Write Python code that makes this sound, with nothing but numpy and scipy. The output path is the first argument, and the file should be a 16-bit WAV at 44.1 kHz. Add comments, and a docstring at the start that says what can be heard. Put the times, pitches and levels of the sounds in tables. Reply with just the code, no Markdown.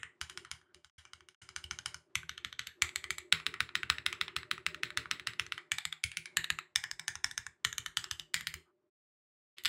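"""Typing on a metal-cased keyboard

One hand taps single keys of a keyboard on a desk mat, moving from its right end to its left.
Each press and release is a brief blow that rings the modes of plate and case, thuds in the desk and
echoes in a small room. Fingertips brush the caps now and then, as noise in one resonance.
Beneath lie a faint narrow hum, a thin higher tone and room air; the sound falls silent three times.
"""
import sys
import numpy as np
from scipy import signal
from scipy.fft import rfft, irfft, next_fast_len
from scipy.io import wavfile
from scipy.ndimage import uniform_filter1d, map_coordinates

SR = 44100
rng = np.random.default_rng(int(sys.argv[2]) if len(sys.argv) > 2 else 0)


def transcribe(u):
    """Save the signal u as a 16-bit wav file named by the first command-line argument.

    u: samples, shape (n,) or (channels, n), limited to [-1, 1]; the rate is SR.
    q: integer samples, one column per channel.
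    """
    v = np.clip(np.atleast_2d(u).T, -1, 1)
    q = np.round(v * 32767).astype(np.int16)
    wavfile.write(sys.argv[1], SR, q)


N = 426888

# Keys bottoming out. Each row: blow in seconds, clack level in dB over 4 ms, nominal desk thud in dB.
PRESSES = [(-0.04, -32.5, -53), (0.2138, -32, -54.5), (0.375, -36.5, -58.5), (0.5145, -34.5, -59),
           (0.746, -51.5, -69), (0.846, -51.5, -78), (0.972, -38.5, -63.5), (1.1341, -43, -65.5),
           (1.287, -50, -80), (1.411, -39, -57.5), (1.5626, -33, -57.5), (1.7107, -31.5, -52.5),
           (1.8597, -30.5, -53.5), (2.155, -25, -47.5), (2.2938, -33.5, -54.5), (2.4478, -31, -54.5),
           (2.5932, -30.5, -54.5), (2.8214, -19.5, -47.5), (2.9593, -27.5, -60), (3.1058, -27, -54),
           (3.3254, -16, -44), (3.4657, -24.5, -46.5), (3.6052, -22.5, -44), (3.754, -23.5, -51.5),
           (3.9005, -19.5, -48.5), (4.0637, -22.5, -50), (4.2126, -24, -50), (4.3647, -27, -49),
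           (4.5132, -24.5, -52), (4.665, -24, -52), (4.8337, -26, -50.5), (4.9738, -25, -49),
           (5.1126, -25, -46), (5.2719, -27.5, -50), (5.3966, -25, -53.5), (5.5221, -29, -58),
           (5.7183, -24, -51), (5.853, -28.5, -54), (6.0392, -25, -41), (6.171, -29.5, -50),
           (6.3702, -21.5, -48), (6.503, -23, -50.5), (6.759, -20.5, -44.5), (6.9134, -32, -53),
           (7.0804, -27.5, -55), (7.2436, -23.5, -50), (7.3782, -28.5, -52.5), (7.649, -22, -49),
           (7.7818, -29, -54), (7.9713, -24, -53), (8.112, -29.5, -58), (8.3427, -24, -54),
           (8.4707, -29, -57), (9.584, -44.5, -83), (9.6498, -32, -70), (9.656, -24, -68),
           (9.661, -28.5, -63), (9.669, -52, -65)]
# Keys springing back against their stops.
# Each row: blow in seconds, clack level in dB over 4 ms, brightness in dB per octave.
RELEASES = [(0.032, -36, -1.5), (0.2976, -41.5, 1.5), (0.4493, -46, -3.5), (0.6145, -62, -7),
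            (0.897, -58, -5), (1.0523, -50.5, -5), (1.207, -54.5, -4.5), (1.346, -53, -5),
            (1.49, -45, -0.7), (1.6409, -39.5, 1), (1.7884, -37, 0), (1.9443, -38, 1.5),
            (2.2317, -45.5, -7), (2.3786, -39, -0.2), (2.5276, -40, -1.5), (2.6709, -37.5, 2.5),
            (2.892, -41, -2), (3.0414, -35.5, -1), (3.1831, -35.5, 0), (3.4, -42, -5), (3.5406, -36, -4.5),
            (3.691, -43, -7), (3.8322, -29.5, -4), (3.9838, -34, -2), (4.128, -32.5, -1),
            (4.281, -37, -5.5), (4.4316, -42.5, -7), (4.5796, -41, -5.5), (4.7455, -36.5, -1.5),
            (4.9045, -39, -2.5), (5.0572, -39.5, -7.5), (5.197, -39, -3.5), (5.335, -46, -3.5),
            (5.4652, -44, -0.5), (5.5788, -37, -4.5), (5.7843, -30.5, 0), (5.9263, -32, -1.5),
            (6.1168, -41, -6.5), (6.2572, -39.5, -5.5), (6.4429, -30.5, 1), (6.588, -32, -4),
            (6.839, -32, -3.5), (6.9953, -36, -1.9), (7.1546, -36.5, -2), (7.312, -38.5, 3.5),
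            (7.4661, -36.5, -1), (7.728, -35, -0.6), (7.8615, -32, -1), (8.042, -35.5, -2.5),
            (8.1968, -35, 1.5), (8.4091, -39, -2.5), (8.5408, -36.5, 0.5), (9.637, -49, 8)]
# Each entry: time in seconds at which the finger goes to other keys, the next of fifteen places.
MOVES = [.1, 2.1, 2.26, 2.75, 3.3, 5.55, 6.0, 6.33, 6.7, 7.04, 7.6, 7.93, 8.3, 9.2]
# Acoustics of each place, relative to the clack. Each row: room in dB, desk thud of a release in dB.
PLACES = [(-17, -23.5), (-16.5, -22), (-18, -14), (-19.5, -23.5), (-19, -30), (-19.5, -20), (-20.5, -37),
          (-17.5, -32.5), (-21.5, -42.5), (-20, -25.5), (-20.5, -23.5), (-18.5, -25), (-19, -28),
          (-16.5, -20.5), (-14, -25)]
# Modes of plate and case. Each row: centre in Hz, nominal width in Hz (narrowed in case_power),
# then fifteen columns of relative level in dB, one for a blow at each place.
CASE_MODES = [(838, 86, -47, -10, -40, -28.5, -18.5, -41.5, -14, -33, -21, -10.5, -11, -41, -18.5, -28, -28),
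              (1065, 160, -27, -5.5, -11, -24.5, -25.5, -20, -17.5, -27.5, -10.5, -9.5, -8, -11, -16, -14, -11),
              (1286, 209, -0.5, -2.5, -5, -5, -7, 0, -4, -39, -3, -12.5, -19, -1, -5, -10.5, -3.5),
              (1481, 130, 3, 3.5, -2, 1.5, -11, 1, -5.5, -11, -9, -4, -2.5, 0, -5, -4, 0),
              (1745, 206, -3.5, -3, -10, -0.5, -8.5, -1, -2.5, -13, 4.5, 1.5, 5.5, 4, -4, -2.5, -8),
              (1990, 230, 10, -5, -2, -3.5, -2, 1.5, 0, -15, -1, 0, -6.5, -30, -13, 1.5, 4.5),
              (2255, 126, -0.5, 1.5, 2, -2, 1, -1.5, 4, 4, -8, 3, -2, 1, -14, 0, 1),
              (2623, 460, 3, -11.5, -2.5, -6, -9.5, -1, -8.5, -6, -2, -18, -12, -13.5, -12, -9.5, -3),
              (2970, 180, 0, 3, -7, -3, -15.5, -8.5, -5.5, -21, 1, -4, -9, 3.5, 3.5, -3, 6),
              (3170, 300, -3.5, 0, -3.5, -1, -8.5, -4, -10.5, -5, -13.5, -26, -44, -7.5, -2, -1.5, -2),
              (3537, 350, -5, -31, -1.5, 0, -6, -5, -2, -18, -14, -3, -3, 0.5, -5, -15.5, 2),
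              (3852, 480, -13, -6.5, -11, -6, -12.5, -2.5, -15, -12, -2, -13, -10.5, -6.5, -11, -6.5, -3),
              (4323, 240, -39, -11.5, -10, -9.5, -9.5, -10, -8, -12, -8, -23.5, -32, -15.5, -14, -6, -2.5),
              (4830, 290, -42, -6.5, -19.5, -18.5, -15, -13.5, -11.5, -12.5, -23.5, -23, -19, -22, -9.5, -6, -3),
              (5265, 450, -18, -5.5, -15, -15, -22.5, -11.5, -13.5, -14, -23, 1.5, -2.5, -15, -11.5, -10.5, -9.5),
              (6176, 550, -13, -5, -11, -10.5, -14, -16.5, -16.5, -14, -17, -3, -4.5, -5, -9, -14.5, -14),
              (7023, 550, -6.5, -11, -14, -21, -13, -22, -13, -16.5, -10, -13, -12.5, -5, -15, -13, -14.5),
              (7740, 300, -21.5, -33, -16, -18.5, -11, -15.5, -11.5, -24, -13, -12, -19, -37, -12, -20, -9.5),
              (8480, 690, -14, -14.5, -19, -26, -18.5, -34, -17, -20, -17.5, -13.5, -13, -13, -21, -17.5, -16.5),
              (9500, 960, -17.5, -13.5, -25, -31.5, -28.5, -20, -20.5, -14.5, -27.5, -18.5, -20, -17, -19, -20, -17),
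              (10480, 110, -26, -23, -14, -46, -18.5, -33, -22.5, -12.5, -20.5, -27, -15, -36, -36, -24, -17),
              (11450, 460, -51, -41.5, -19.5, -25.5, -27.5, -30.5, -32, -28, -27, -25.5, -28, -18.5, -31, -18, -18),
              (12240, 400, -48, -29.5, -31, -39, -27, -29, -24, -41, -21, -25.5, -33, -19.5, -23, -23.5, -20),
              (15400, 720, -40, -51, -35, -68, -33.5, -26.5, -44.5, -30.5, -37.5, -30, -30, -32, -39, -25, -26)]
# Modes of the desk. Each row: frequency in Hz, relative level in dB, 60 dB decay time in seconds.
DESK_MODES = [(48.5, -13, 0.17), (78.2, 4.5, 0.16), (117.5, 0, 0.17), (158.7, -4.5, 0.25),
              (205, -13.5, 0.16), (273, -21.5, 0.29), (442, -24.5, 0.32), (488, -28.5, 0.22)]
# How each place drives the desk, relative to 120 Hz.
# Each row: drive in dB at 48 Hz, at 78 Hz, at 158 Hz, from 280 Hz up.
DESK_COUPLING = [(-4, -2, -1, 11), (-4, 3.5, 1.5, -0.5), (0, 0, 1, -3.5), (-1.5, 0.5, -3, 6),
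                 (3, 5, 0, 0.5), (-12.5, -3.5, -0.5, 8.5), (2, -4, 5.5, -6.5), (-3, -11, 0.5, -13.5),
                 (5, -9, 4.5, -3.5), (4.5, -13.5, -3.5, -8.5), (10, -3.5, -2, 3.5), (9, -1, -5, 4),
                 (13, 2, 3, 0), (13, 1.5, 10, 7.5), (11, 6, 2, 16)]
# Early echoes from the walls. Each row: delay in seconds, relative level in dB.
WALL_ECHOES = [(.0083, -19), (.0097, -18.5), (0.0136, -26.5), (0.0222, -18), (.0222, -36), (0.0379, -43)]
# Reverberation of the room. Each row: frequency in Hz, 60 dB decay time in seconds.
ROOM_DECAY = [(500, 0.4), (1500, 0.24), (4000, 0.21), (7000, 0.22), (11000, 0.26), (15000, 0.14)]
# Colour of the reverberation. Each row: frequency in Hz, relative level in dB.
ROOM_COLOUR = [(400, 8), (1200, -5.5), (2000, 0), (3200, -4.5), (4600, -3), (6000, -7), (7700, 0.5),
               (10000, -8), (15000, 4)]
# Response of the microphone to the clacks. 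Each row: frequency in Hz, gain in dB.
MIC_RESPONSE = [(400, -21.5), (750, -1), (13400, 2), (13950, -4), (14250, -18.5), (14550, -8), (15500, -1),
                (16200, -16)]
# Fingertips brushing the caps.
# Each row: start in seconds, length in seconds, nominal level in dB, centre in Hz, width in Hz.
RUBS = [(0.64, 0.075, -85, 3100, 300), (0.59, 0.17, -79, 1470, 370), (8.653, 0.068, -76, 1230, 440),
        (9.559, 0.033, -61, 3000, 2400)]
# Slow course of the hum. Each row: time in seconds, level in dB before its random waver.
HUM_LEVEL = [(0.0, -83.5), (0.42, -63), (0.54, -90), (0.76, -69.5), (0.96, -116), (1.06, -76),
             (2.47, -73.5), (2.72, -93.5), (2.79, -66.5), (5.27, -64.5), (6.11, -92), (6.33, -63),
             (6.8, -86), (6.87, -71), (7.71, -87), (7.74, -73.5), (8.88, -77.5), (9.6, -72.5)]
# Spectrum of the room air. Each row: frequency in Hz, relative density in dB per Hz.
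AIR_SPECTRUM = [(25, -16), (100, 4), (300, 5), (600, -4), (1200, -3), (3000, -16.5), (8000, -26.5),
                (16000, -53.5)]
# Silent gaps. Each row: start in seconds, end in seconds.
SILENCES = [(.905, 0.98), (1.354, 1.4155), (8.903, 9.567)]

SIZE = 2 ** 15  # transform length in samples; a contact lasts half of it
LEAD = round(0.0055 * SR)  # samples of faint noise before the blow
PRESS_BRIGHT_DB = 0.85  # dB per octave
# pairs: (press, release)
LEAD_NOISE_DB = (-44.5, -38.5)  # faint noise rising just before the blow: its nominal final level
RATTLE_DB = (-14.5, -10)  # rattle under the blow
SCATTER_DB = (1.5, 3)  # spread of the mode levels from blow to blow
RELEASE_ROOM_DB = 2.7  # a release sounds a little more distant than a press
SOFT_ROOM_DB, USUAL_DB = -0.01, -30  # room change per dB that a contact lies under the usual level
DIFFUSE_HZ = 222  # the room gathers sound from all sides of the case: its modes blur over this width
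WAVER_DB = 3  # scale of the hum's slower random swing
WHINE_DB, WHINE_FOLLOWS = -88.5, 0.69  # central level of the thin tone, and its dB per dB of hum
AIR_DB, AIR_FOLLOWS = -79.5, 0.45  # central level of the room air, and its dB per dB of hum
PASS_FOLLOWS, PASS_S = 0.15, 0.12  # air's dB per dB of keys, averaging time in s
TOP_HZ = 16700  # band limit


def amp(db):
    """A level in dB is twenty times the logarithm of the gain returned."""
    return 10 ** (np.asarray(db) / 20)


def unit(x):
    """Division by the root mean square normalizes x to rms 1."""
    return x / np.sqrt(np.mean(x ** 2) + 1e-20)


def along(points, hz):
    """Linear interpolation of (Hz, value) points on a logarithmic frequency axis."""
    f, v = np.transpose(points)
    return np.interp(np.log(hz + 1), np.log(f + 1), v)


def curve(rows):
    """Linear interpolation in time: one value per sample from (s, value) rows."""
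    return np.interp(np.arange(N) / SR, *np.transpose(rows))


def causal(gain):
    """Minimum phase: folding the cepstrum gives the causal response that has this gain."""
    cepstrum = irfft(np.log(gain + 1e-6))
    half = len(cepstrum) // 2
    cepstrum[1:half] *= 2
    cepstrum[half + 1:] = 0
    return np.exp(rfft(cepstrum))


def shaped(gain):
    """Filtered noise: white noise takes the given gain over frequency, at rms 1."""
    m = next_fast_len(N)
    spectrum = rfft(rng.standard_normal(m)) * gain(np.fft.rfftfreq(m, 1 / SR))
    return unit(irfft(spectrum, m)[:N])


def wobble(rate):
    """Band-limited fluctuation: a smooth random curve with rate knots a second."""
    knots = rng.standard_normal(int(N * rate / SR) + 4)
    return map_coordinates(knots, [np.arange(N) * rate / SR])


def keyboard():
    """Superposition of all contacts, each with the colour and room of its place on the board."""
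    out = np.zeros(N + 2 * SIZE)
    contacts = [(s, db, PRESS_BRIGHT_DB, thud_db, False) for s, db, thud_db in PRESSES]
    for s, db, bright_db in RELEASES:
        thud_db = db + PLACES[np.searchsorted(MOVES, s)][-1]
        contacts.append((s, db, bright_db, thud_db, True))
    for s, db, bright_db, thud_db, released in sorted(contacts):
        place, at = np.searchsorted(MOVES, s), SIZE + round(s * SR)
        room_db = PLACES[place][0] + RELEASE_ROOM_DB * released + SOFT_ROOM_DB * (USUAL_DB - db)
        sound = clack(place, bright_db, room_db, released)
        out[at - LEAD:][:len(sound)] += amp(db) * sound
        out[at:][:SIZE // 2] += amp(thud_db) * thud(place)
    return out[SIZE:SIZE + N]


def clack(place, bright_db, room_db, released):
    """Source and filter: the blow and its echoes excite the case modes, then the room reverberates."""
    hz = np.fft.rfftfreq(SIZE, 1 / SR)
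    power = case_power(hz, place, released)
    tilt = amp(bright_db * np.log2(np.clip(hz, 1200, 12000) / 2300))  # a softer contact is duller
    mic = amp(along(MIC_RESPONSE, hz))
    body = causal(np.sqrt(power) * tilt * mic)
    blurred_power = np.abs(uniform_filter1d(power, round(DIFFUSE_HZ * SIZE / SR)))
    diffuse_body = causal(np.sqrt(blurred_power) * tilt * mic)

    blow = strike(released)
    add_echoes(blow, room_db)
    tail = np.pad(amp(room_db - 15.5) * reverb()[:-LEAD], (LEAD, 0))
    spectrum = rfft(blow, SIZE) * body + rfft(tail, SIZE) * diffuse_body
    sound = irfft(spectrum)[:SIZE // 2]
    first_4_ms = sound[LEAD:LEAD + round(0.004 * SR)]
    return sound / np.sqrt(np.mean(first_4_ms ** 2))


def case_power(hz, place, released):
    """Modal superposition: resonance peaks of plate and case, weighted by where the blow falls."""
    power = 0
    for centre, width, *levels_db in CASE_MODES:
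        level_db = levels_db[place] + rng.normal(0, SCATTER_DB[released])
        offset = (hz - centre * rng.normal(1, 0.015)) / (0.64 * width)
        power = power + amp(level_db) ** 2 / (1 + offset ** 2) ** 1.99
    return power


def strike(released):
    """Noise, then impact: a short hiss leads into the blow, then cap and spring rattle."""
    t = np.arange(SIZE // 2) / SR
    blow = np.zeros(SIZE // 2)
    lead_db = LEAD_NOISE_DB[released] + 1500 * (t[:LEAD] - t[LEAD]) + rng.normal(0, 2)  # 1500 dB/s rise
    blow[:LEAD] = amp(lead_db) * rng.standard_normal(LEAD)
    blow[LEAD:LEAD + 3] = 0.55, 0.35, 0.15  # the contact lasts a moment, which softens its treble
    chatter = signal.lfilter([1, -0.6], 1, rng.standard_normal(len(t) - LEAD))  # bright noise
    blow[LEAD:] += amp(RATTLE_DB[released] - 60 * t[:-LEAD] / 0.011) * chatter
    return blow


def add_echoes(blow, room_db):
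    """Early reflection: delayed bursts join the blow, smeared by uneven surfaces."""
    fade = amp(-60 * np.arange(90) / SR / 0.0044)
    for delay, db in WALL_ECHOES:
        scatter = fade * rng.standard_normal(90)
        blow[LEAD + round(delay * SR):][:90] += amp(db + room_db + 2) * scatter


def reverb():
    """Diffuse reverberation: a fresh noise tail in which each frequency dies at its own speed."""
    hz, t, z = signal.stft(rng.standard_normal(SIZE // 2), SR, nperseg=256)
    fade_db = along(ROOM_COLOUR, hz)[:, None] - 60 * t / along(ROOM_DECAY, hz)[:, None]
    tail = signal.istft(z * amp(fade_db), SR, nperseg=256)[1][:SIZE // 2]
    build_up = 1 - np.exp(-(np.arange(SIZE // 2) / SR / 0.0007) ** 2)  # as the first walls answer
    return tail * build_up


def thud(place):
    """Damped modes of the desk: the mat cushions the blow, so they swell before they die."""
    t = np.arange(SIZE // 2) / SR
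    low, boom, knock, ring = DESK_COUPLING[place]
    drive = [(48, low), (78, boom), (120, 0), (158, knock), (280, ring)]
    sound = 0
    for hz, db, t60 in DESK_MODES:
        level_db = db + along(drive, hz) + rng.normal(0, 4.3)
        phase = 2 * np.pi * hz * rng.normal(1, 0.015) * t + rng.normal(0, 1.0)
        sound = sound + amp(level_db - 60 * t / t60) * np.cos(phase)
    swell = np.sin(np.pi / 2 * np.minimum(t / 0.012, 1)) ** 2
    return 1.11 * sound * swell


def rubs():
    """Sliding friction: soft, uneven noise in one resonance of the caps."""
    t, out = np.arange(N) / SR, 0
    for s, length, db, centre_hz, width_hz in RUBS:
        stroke = np.sin(np.pi * np.clip((t - s) / length, 0, 1)) ** 0.57 * (t < s + length)
        friction = shaped(lambda hz: 1 / (1 + ((hz - centre_hz) / width_hz * 2) ** 2))
        out = out + amp(db + 2.9 * wobble(60)) * stroke * friction
    return out


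def hum(slow_db):
    """Narrow-band noise: a resonance curve about 365 Hz, wavering at random around its slow course."""
    tone = shaped(lambda hz: 1 / (1 + ((hz - 365) / 26) ** 2))
    return amp(slow_db + WAVER_DB * wobble(10) + 2.3 * wobble(18)) * tone


def whine(swell_db):
    """Narrow-band noise: a thinner resonance about 599 Hz partly follows the swell of the hum."""
    tone = shaped(lambda hz: 1 / (1 + ((hz - 599) / 11) ** 2))
    return amp(WHINE_DB + WHINE_FOLLOWS * swell_db + 5 * wobble(3)) * tone


def room_air(swell_db, keys):
    """Broadband noise with gain control: a noise suppressor lets the air through while keys sound."""
    keys_power = np.abs(uniform_filter1d(keys ** 2, round(PASS_S * SR)))
    keys_db = 10 * np.log10(keys_power + 1e-9)
    pass_db = PASS_FOLLOWS * (keys_db - np.median(keys_db))
    air = shaped(lambda hz: amp(along(AIR_SPECTRUM, hz)))
    return amp(AIR_DB + AIR_FOLLOWS * swell_db + pass_db + 2.5 * wobble(4)) * air


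def background(keys):
    """Addition of independent noises: hum, whine and air share one slow swell."""
    slow_db = curve(HUM_LEVEL)
    swell_db = slow_db - slow_db.mean()
    return hum(slow_db) + whine(swell_db) + room_air(swell_db, keys)


def scene():
    """Linear superposition of keyboard, fingertips and background in one channel."""
    keys = keyboard()
    return (keys + rubs() + background(keys))[None]


def record(dry):
    """Gating and band limiting: silent gaps with short fades, rolled-off bass, nothing above TOP_HZ."""
    t, gain = np.arange(N) / SR, 1
    for start, end in SILENCES:
        gain = gain * np.clip(np.maximum((start - t) / 0.032, (t - end) / 0.0043), 0, 1)  # fades in s
    m = next_fast_len(N + SR // 2)
    hz = np.fft.rfftfreq(m, 1 / SR)
    bass_rolloff = (1j * hz / (1j * hz + 30)) ** 2  # the microphone rolls off the deepest bass
    band = bass_rolloff * (hz < TOP_HZ)
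    return irfft(rfft(dry * gain, m) * band, m)[:, :N]


dry = scene()
out = record(dry)
transcribe(out)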